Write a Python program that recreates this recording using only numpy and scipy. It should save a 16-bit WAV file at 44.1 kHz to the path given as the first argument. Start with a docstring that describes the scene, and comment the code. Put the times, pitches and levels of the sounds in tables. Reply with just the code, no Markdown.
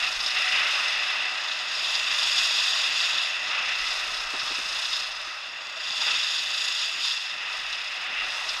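"""Fast skiing on hard-packed snow

Skis run over hard snow, heard by a helmet camera in a plastic case, with faint hiss and whine beneath.
Shaped noise makes the dull glide, the mid-pitched skid and, with random impulses, edge scrape and spray.
Decaying noise bursts make bites into the crust and thuds through the helmet; single impulses make ticks.
Wind is low noise with a narrow hum; the resonances of the case shift with the lean for snow and ticks."""
import sys
import numpy as np
from scipy import signal
from scipy.fft import rfft, irfft, next_fast_len
from scipy.io import wavfile
from scipy.ndimage import uniform_filter1d, map_coordinates

SR = 44100
rng = np.random.default_rng(int(sys.argv[2]) if len(sys.argv) > 2 else 0)


def output_pcm(signal):
    """Save a mono or channel-first signal as 16-bit PCM at the path in sys.argv[1].

    Samples are clipped to [-1, 1] before scaling.
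    """
    pcm = np.clip(np.atleast_2d(signal).T, -1, 1) * 32767
    wavfile.write(sys.argv[1], SR, np.round(pcm).astype(np.int16))


N = 379260  # length [samples]


def amp(db):
    """Decibel law: 20 dB is a tenfold amplitude."""
    return 10 ** (np.asarray(db) / 20)


def unit(x):
    """Normalisation to unit rms."""
    return x / np.sqrt(np.mean(x ** 2) + 1e-20)


def curves(rows):
    """Linear interpolation in time: one value per sample for each column after the time."""
    times, *columns = np.transpose(rows)
    return [np.interp(np.arange(N) / SR, times, column) for column in columns]


def wobble(rate):
    """Band-limited random modulation: a smooth curve of rms 1 through rate random knots a second."""
    knots = rng.standard_normal(int(N * rate / SR) + 4)
    return unit(map_coordinates(knots, [np.arange(N) * rate / SR]))


# resonances and notches of the case:
# (centre [Hz], width [Hz], gain leaning right [dB], gain leaning left [dB])
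CASE_RESONANCES = [(612.4, 109, 8.5, 7.5), (1270, 180, 6, 3.5), (1965, 324, 5, 5.5), (2230, 380, -4, -7),
                   (2654, 454, 13, 15), (3140, 110, -7, -3.5), (3550, 560, 8.5, 11.5), (3830, 210, 2, 0.5),
                   (4370, 180, 1, -6), (4470, 160, -3.5, 3), (4850, 400, 2, 7.5), (5075, 340, 9, 3),
                   (5480, 470, 2.5, 4), (6000, 280, -1.5, -6.5), (6510, 350, 5, 1), (6770, 490, -0.5, 8.5),
                   (7550, 340, -6.5, -5), (8270, 400, -2.5, -2.5), (9200, 690, 1, -5),
                   (9800, 670, -6, -1.5), (10600, 810, 0.5, 0.5)]
# the skier leans from turn to turn: (time [s], lean [0 right to 1 left])
LEAN_CURVE = [(0, 0.3), (.4, .05), (1.1, 0.17), (1.5, 0.6), (2.4, 0.84), (3.25, 0.88), (3.6, 0.093),
              (5.25, 0.055), (5.65, 0.92), (6.9, 0.97), (7.1, .7), (7.7, 0.29), (8.1, 0.16), (8.6, .15)]


def coloured(x, points, case=True):
    """Minimum-phase filtering: x takes a (Hz, dB) colour, with the case resonances blended by the lean."""
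    m = 2 * next_fast_len(N // 2 + SR // 4, True)
    f = np.fft.rfftfreq(m, 1 / SR)
    hz, db = np.transpose(points)
    db = np.interp(np.log(f + 1), np.log(hz + 1), db)
    db = np.tile(db, (2, 1))  # one row for each side
    if case:
        for centre, width, *side_gains in CASE_RESONANCES:
            db = db + np.outer(side_gains, 1 / (1 + (2 * (f - centre) / width) ** 2))
    # folding the cepstrum onto positive times makes the response causal
    cepstrum = irfft(np.log(amp(db)), m)
    cepstrum[:, 1:m // 2] *= 2
    cepstrum[:, m // 2 + 1:] = 0
    response = np.exp(rfft(cepstrum))
    right, left = irfft(rfft(x, m) * response, m)[:, :N]
    lean = np.clip(curves(LEAN_CURVE)[0], 0, 1)
    return (1 - lean) * right + lean * left


def patchy(patchy_db):
    """Granular noise: white noise with patches of random gain in time and frequency."""
    spectrum = signal.stft(rng.standard_normal(N), nperseg=512)[2]
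    field = uniform_filter1d(rng.standard_normal(spectrum.shape), size=8, axis=0)  # along frequency
    field = uniform_filter1d(field, size=10, axis=1)  # along time
    return signal.istft(spectrum * amp(patchy_db * unit(field)), nperseg=512)[1][:N]


def crystals(density, spread_db):
    """Shot noise of breaking snow crystals: random impulses of uneven size, density a second on average."""
    hit = rng.random(N) < density / SR
    return unit(hit * rng.standard_normal(N) * amp(spread_db * rng.exponential(size=N)))


# the edges load and unload through the turns: (time [s], scrape level [dB], spray level [dB])
EDGE_LEVELS = [(0.0, -32.5, -44.5), (0.74, -29.5, -43.5), (1.34, -34.5, -52), (1.82, -31.5, -46),
               (1.94, -27, -41.5), (2.06, -30, -43), (2.39, -25, -37.5), (3.16, -28, -42.5),
               (3.4, -35, -50.5), (3.57, -33, -53.5), (3.86, -32.5, -45), (4.36, -34, -47),
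               (4.48, -30, -45), (4.62, -33.5, -45), (4.96, -27.5, -42.5), (5.08, -35.5, -51),
               (5.44, -39.5, -56.5), (5.51, -43.5, -60), (5.75, -40.5, -55), (5.77, -36, -51.5),
               (6.01, -29, -43), (6.73, -31, -43), (6.82, -27, -42.5), (6.97, -34, -46), (7.04, -28, -41.5),
               (7.45, -40, -55.5), (7.54, -35, -49), (8.09, -39, -55), (8.34, -34.5, -47),
               (8.6, -33, -45.5)]
# the bases slide: (time [s], glide level [dB], sideways skid level [dB])
SLIDE_LEVELS = [(0.0, -33.5, -32), (0.04, -32.5, -29), (0.14, -35, -36.5), (0.43, -33, -25),
                (0.5, -34.5, -29), (0.55, -31.5, -23), (0.79, -33, -28), (1.12, -34, -29),
                (1.63, -35, -36.5), (1.92, -35, -32), (2.42, -33.5, -28.5), (2.44, -35.5, -32.5),
                (3.19, -34.5, -29.5), (3.23, -35.5, -33.5), (3.4, -35.5, -32.5), (3.57, -34, -28.5),
                (4.26, -35.5, -36.5), (4.67, -36, -35), (5.56, -39.5, -43), (6.03, -37.5, -34.5),
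                (6.08, -33, -30.5), (6.27, -37.5, -35), (7.11, -40, -35.5), (7.21, -42, -38),
                (7.5, -36.5, -34), (7.86, -39, -35), (8.21, -34, -30), (8.6, -35.5, -39)]
# spectra before the case resonances: (frequency [Hz], relative spectral density [dB per Hz])
GLIDE_COLOUR = [(60, -53), (300, -23.5), (500, -15), (900, -3), (1500, 0), (2300, -5), (3200, -11.5),
                (5000, -20.5), (9000, -36.5), (16000, -70)]
SCRAPE_COLOUR = [(300, -78.5), (1000, -6.5), (2300, -12.5), (3200, -2), (4400, 0), (5800, -4.5),
                 (7500, -17.5), (11000, -36), (16000, -48)]
SPRAY_COLOUR = [(2000, -24), (5000, -3.5), (7500, 0.5), (9500, -6), (12000, -16), (14000, -23.5),
                (16000, -25)]


def skis():
    """Friction noise modulated by flexure: the ski loads and unloads its edge about 26 times a second."""
    scrape_db, spray_db = curves(EDGE_LEVELS)
    glide_db = curves(SLIDE_LEVELS)[0]
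    flex_hz = 26 + 4 * wobble(5)
    flex = np.sin(2 * np.pi * np.cumsum(flex_hz) / SR) * (1 + .5 * wobble(4.08))
    grit, ripples = wobble(120), wobble(12)

    glide = patchy(patchy_db=1.2) * amp(0.28 * flex + 0.49 * wobble(9))
    glide = unit(coloured(glide, GLIDE_COLOUR))

    edge = unit(patchy(patchy_db=1.03)) + 0.61 * crystals(2500, spread_db=1.08)
    edge = edge * amp(1.6 * flex + 0.23 * grit + 0.73 * ripples)
    scrape = unit(coloured(edge, SCRAPE_COLOUR))

    spray = unit(patchy(patchy_db=1.5)) + 0.49 * crystals(4700, spread_db=1.5)
    flutter_db = 0.38 * wobble(160) + 1.1 * wobble(240)
    spray = spray * amp(0.36 * flex + 0.8 * grit + 0.72 * ripples + flutter_db)
    spray = unit(coloured(spray, SPRAY_COLOUR))
    return amp(glide_db) * glide + amp(scrape_db) * scrape + amp(spray_db) * spray


# snow ploughed sideways, before the case resonances:
# (frequency [Hz], relative spectral density [dB per Hz])
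PLOUGH_COLOUR = [(700, -37.5), (1500, -7), (2000, -2), (2500, -5.5), (3100, -5.5), (4500, -21),
                 (9000, -70.5)]


def skid():
    """Broadband friction noise: a mid-pitched rush of snow ploughed by the skis sliding sideways."""
    snow = patchy(patchy_db=-0.06) * amp(0.7 * wobble(25) + 0.57 * wobble(9.5))
    return amp(curves(SLIDE_LEVELS)[1]) * unit(coloured(snow, PLOUGH_COLOUR))


# an edge bites into the crust: (time [s], nominal peak level [dB], centre [Hz])
EDGE_BITES = [(0.0252, -7.5, 3570), (0.0642, -11, 3790), (0.1355, -14, 4930), (0.2033, -8, 5060),
              (0.2452, -18, 3500), (0.2622, -5.5, 5230), (0.2977, -9, 4850), (0.3665, -8, 3560),
              (0.8814, -13, 4990), (1.028, -11, 3330), (1.0993, -21, 3530), (1.5119, -10, 3480),
              (1.5917, -16, 3470), (1.8426, -9, 3450), (1.9529, -16, 3500), (2.1539, -21, 3490),
              (2.1928, -15, 3580), (2.2297, -9, 4960), (2.3684, -14, 3560), (2.4817, -13, 4800),
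              (2.562, -13, 3510), (2.601, -14, 3510), (2.7236, -16, 3580), (2.8354, -8, 3510),
              (2.9202, -17, 4890), (3.002, -13, 3520), (3.0339, -6, 3700), (3.1791, -9, 3550),
              (3.205, -14, 3450), (3.8679, -8, 3630), (3.9049, -10.5, 5100), (4.1429, -12, 3530),
              (4.3939, -10.5, 5010), (4.8463, -12, 3490), (4.9301, -10, 3870), (5.899, -18, 3430),
              (6.0047, -14, 3830), (6.081, -10, 3500), (6.332, -18, 3610), (6.3808, -10, 5010),
              (6.4571, -13, 3610), (6.541, -12, 3500), (7.0416, -14.5, 3520), (7.0737, -9, 4740),
              (7.1066, -7, 3570), (7.7282, -10, 3560), (8.488, -6.5, 5130)]
BITE_T60_S, BITE_CREST_DB = 0.069, 17.5  # decay by 60 dB, nominal peak over rms
BITE_SPRAY_DB = -28  # puff of crystals, relative to the crunch
SMALL_BITES, SMALL_DB, SMALL_SPREAD_DB = 60, -6, 6.5  # count, mean level over the scrape, scatter either way


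def bites():
    """Impulsive fracture: a click and short crunch, strongest near its own pitch; small ones are random."""
    drive, t = np.zeros(N + SR), np.arange(SR // 4) / SR
    when, size, pitch = rng.random((SMALL_BITES, 3)).T
    scrape_db = curves(EDGE_LEVELS)[0][(when * (N - 1)).astype(int)]
    small_db = scrape_db + BITE_CREST_DB + SMALL_DB + SMALL_SPREAD_DB * (2 * size - 1)
    small_bites = zip(when * N / SR, small_db, 3400 + 1700 * pitch ** 3)
    rows = list(EDGE_BITES) + list(small_bites)
    for (s, db, hz), crunch in zip(rows, rng.standard_normal((len(rows), len(t)))):
        crunch = crunch * (1 - np.exp(-t / 0.0024)) + 2.1 * (t == 0)  # soft attack, then the click
        crunch = crunch + 1.48 * signal.lfilter(*signal.iirpeak(hz, 4.5, SR), crunch)
        drive[round(s * SR):][:len(t)] += amp(db - BITE_CREST_DB - 60 * t / BITE_T60_S) * crunch
    white = rng.standard_normal(N)
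    out = np.zeros(N)
    for colour, db in [(SCRAPE_COLOUR, 0), (SPRAY_COLOUR, BITE_SPRAY_DB)]:
        # dividing by the filter's gain on white noise keeps the levels independent of the colour
        out += amp(db) * coloured(drive[:N], colour) / np.std(coloured(white, colour))
    return out


# something hard ticks against the case: (time [s], level [dB], the loudest row being the peak of all)
CASE_TICKS = [(0.0258, -22), (0.263, -13), (1.5914, -19), (1.6841, -23), (1.7195, -22), (1.954, -11),
              (1.9624, -14), (3.5987, -21), (4.8469, -20), (4.9307, -16), (5.0074, -19), (5.6705, -23),
              (5.9076, -17), (6.1094, -21), (6.1644, -20), (7.1774, -18), (7.7293, -18)]
# a tick before the case resonances: (frequency [Hz], relative spectral density [dB per Hz])
TICK_COLOUR = [(500, -11), (1500, -10), (3200, -3), (5000, 5.5), (7000, -10), (12000, -35), (16000, -52)]


def ticks():
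    """Impulse response: single blows set the case ringing for a few milliseconds."""
    s, db = np.transpose(CASE_TICKS)
    blows = np.zeros(N)
    blows[np.round(s * SR).astype(int)] = amp(db)
    ring = coloured(blows, TICK_COLOUR)
    return amp(db.max()) * ring / np.abs(ring).max()


# bumps carried through the helmet, levels before attack and decay, width that of one of two equal filters:
# (time [s], level [dB], 60 dB decay time [s], centre [Hz], width [Hz])
HELMET_THUDS = [(.537, -38, 0.065, 350, 600), (.611, -41, 0.055, 350, 600), (3.592, -33, 0.041, 300, 600),
                (4.332, -30, 0.1, 420, 750), (4.42, -35, 0.067, 280, 800), (4.505, -28, 0.068, 420, 750),
                (4.58, -32.5, 0.082, 422, 750), (4.655, -38, .06, 330, 800), (5.585, -35, 0.1, 650, 120),
                (5.71, -39, 0.11, 615, 100), (5.76, -37, 0.087, 630, 100), (5.93, -24, 0.055, 1100, 600),
                (6.015, -21.5, 0.056, 1100, 700), (6.065, -22.5, 0.067, 870, 895), (6.151, -49, .2, 88, 30)]


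def thuds():
    """Damped resonance: each bump is a dull knock, a decaying puff of band-passed noise."""
    out, t = np.zeros(N + SR), np.arange(SR // 4) / SR
    puffs = rng.standard_normal((len(HELMET_THUDS), len(t)))
    for (s, db, t60, hz, width_hz), puff in zip(HELMET_THUDS, puffs):
        band = signal.iirpeak(hz, hz / width_hz, SR)
        puff = unit(signal.lfilter(*band, signal.lfilter(*band, puff)))
        attack = 1 - np.exp(-t / 0.011)
        out[round(s * SR):][:len(t)] += amp(db - 60 * t / t60) * attack * puff
    return out[:N]


# wind pressure on the case: (time [s], buffet level [dB])
BUFFET_LEVEL = [(0.0, -53), (0.76, -75), (0.79, -63), (1.51, -80), (2.13, -62), (3.26, -76), (3.81, -57),
                (5.44, -66.5), (5.58, -82), (5.87, -73), (7.21, -68), (7.38, -85), (7.59, -65), (8.17, -68),
                (8.24, -58), (8.6, -62)]
# wind spectra: (frequency [Hz], relative spectral density [dB per Hz])
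BUFFET_COLOUR = [(8, -8), (25, 4.5), (45, -1), (80, -23), (200, -51)]
ROAR_COLOUR = [(30, -18), (70, -3.5), (110, -6.5), (250, -2.5), (450, 0), (900, -1.5), (3000, -65)]
ROAR_DB = -22.5  # relative to the glide: both grow with speed


def wind():
    """Turbulent pressure: eddies push on the case in lumps, over a steadier low roar."""
    lumps = rng.standard_normal(N) * amp(2.2 * wobble(12))
    buffet = unit(coloured(lumps, BUFFET_COLOUR, case=False))
    roar = patchy(patchy_db=1.5) * amp(1.5 * wobble(20))
    roar = unit(coloured(roar, ROAR_COLOUR, case=False))
    return amp(curves(BUFFET_LEVEL)[0]) * buffet + amp(curves(SLIDE_LEVELS)[0] + ROAR_DB) * roar


# wind humming across an opening: (time [s], level [dB])
HUM_LEVEL = [(0.0, -49), (0.24, -54), (0.31, -47.5), (2.18, -59.5), (3.93, -52), (5.87, -67), (5.96, -65),
             (6.85, -59), (8.58, -55), (8.6, -67)]
# resonance of the hum, one of two equal filters: (centre [Hz], width [Hz])
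HUM_RESONANCE = (745, 29)


def hum():
    """Resonance driven by noise: two sharp filters in series leave a narrow, fuzzy tone."""
    hz, width_hz = HUM_RESONANCE
    b, a = signal.iirpeak(hz, hz / width_hz, SR)
    tone = signal.lfilter(b, a, signal.lfilter(b, a, rng.standard_normal(N)))
    return amp(curves(HUM_LEVEL)[0]) * unit(tone)


# whine of the electronics: (frequency [Hz], rms level [dB])
WHINE_TONES = [(14987, -89)]
# microphone hiss: (frequency [Hz], relative spectral density [dB per Hz])
HISS_COLOUR = [(300, -20), (2000, -2), (9000, -9), (16000, -1)]


def camera():
    """Electronic self-noise: steady hiss and a very faint high whine."""
    out = amp(-74) * unit(coloured(rng.standard_normal(N), HISS_COLOUR, case=False))
    for hz, db in WHINE_TONES:
        out = out + amp(db) * np.sqrt(2) * np.sin(2 * np.pi * hz * np.arange(N) / SR)
    return out


def scene():
    """Superposition: the pressures of all sources add at one microphone."""
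    snow = skis() + skid() + bites()
    return (snow + ticks() + thuds() + wind() + hum() + camera())[None]


TOP_HZ = 15300  # band limit of the camera


def record(dry):
    """Band limitation: the camera keeps nothing above its top frequency."""
    m = next_fast_len(N + SR // 2)
    passed = np.fft.rfftfreq(m, 1 / SR) < TOP_HZ
    return irfft(rfft(dry, m) * passed, m)[:, :N]


dry = scene()
out = record(dry)
output_pcm(out)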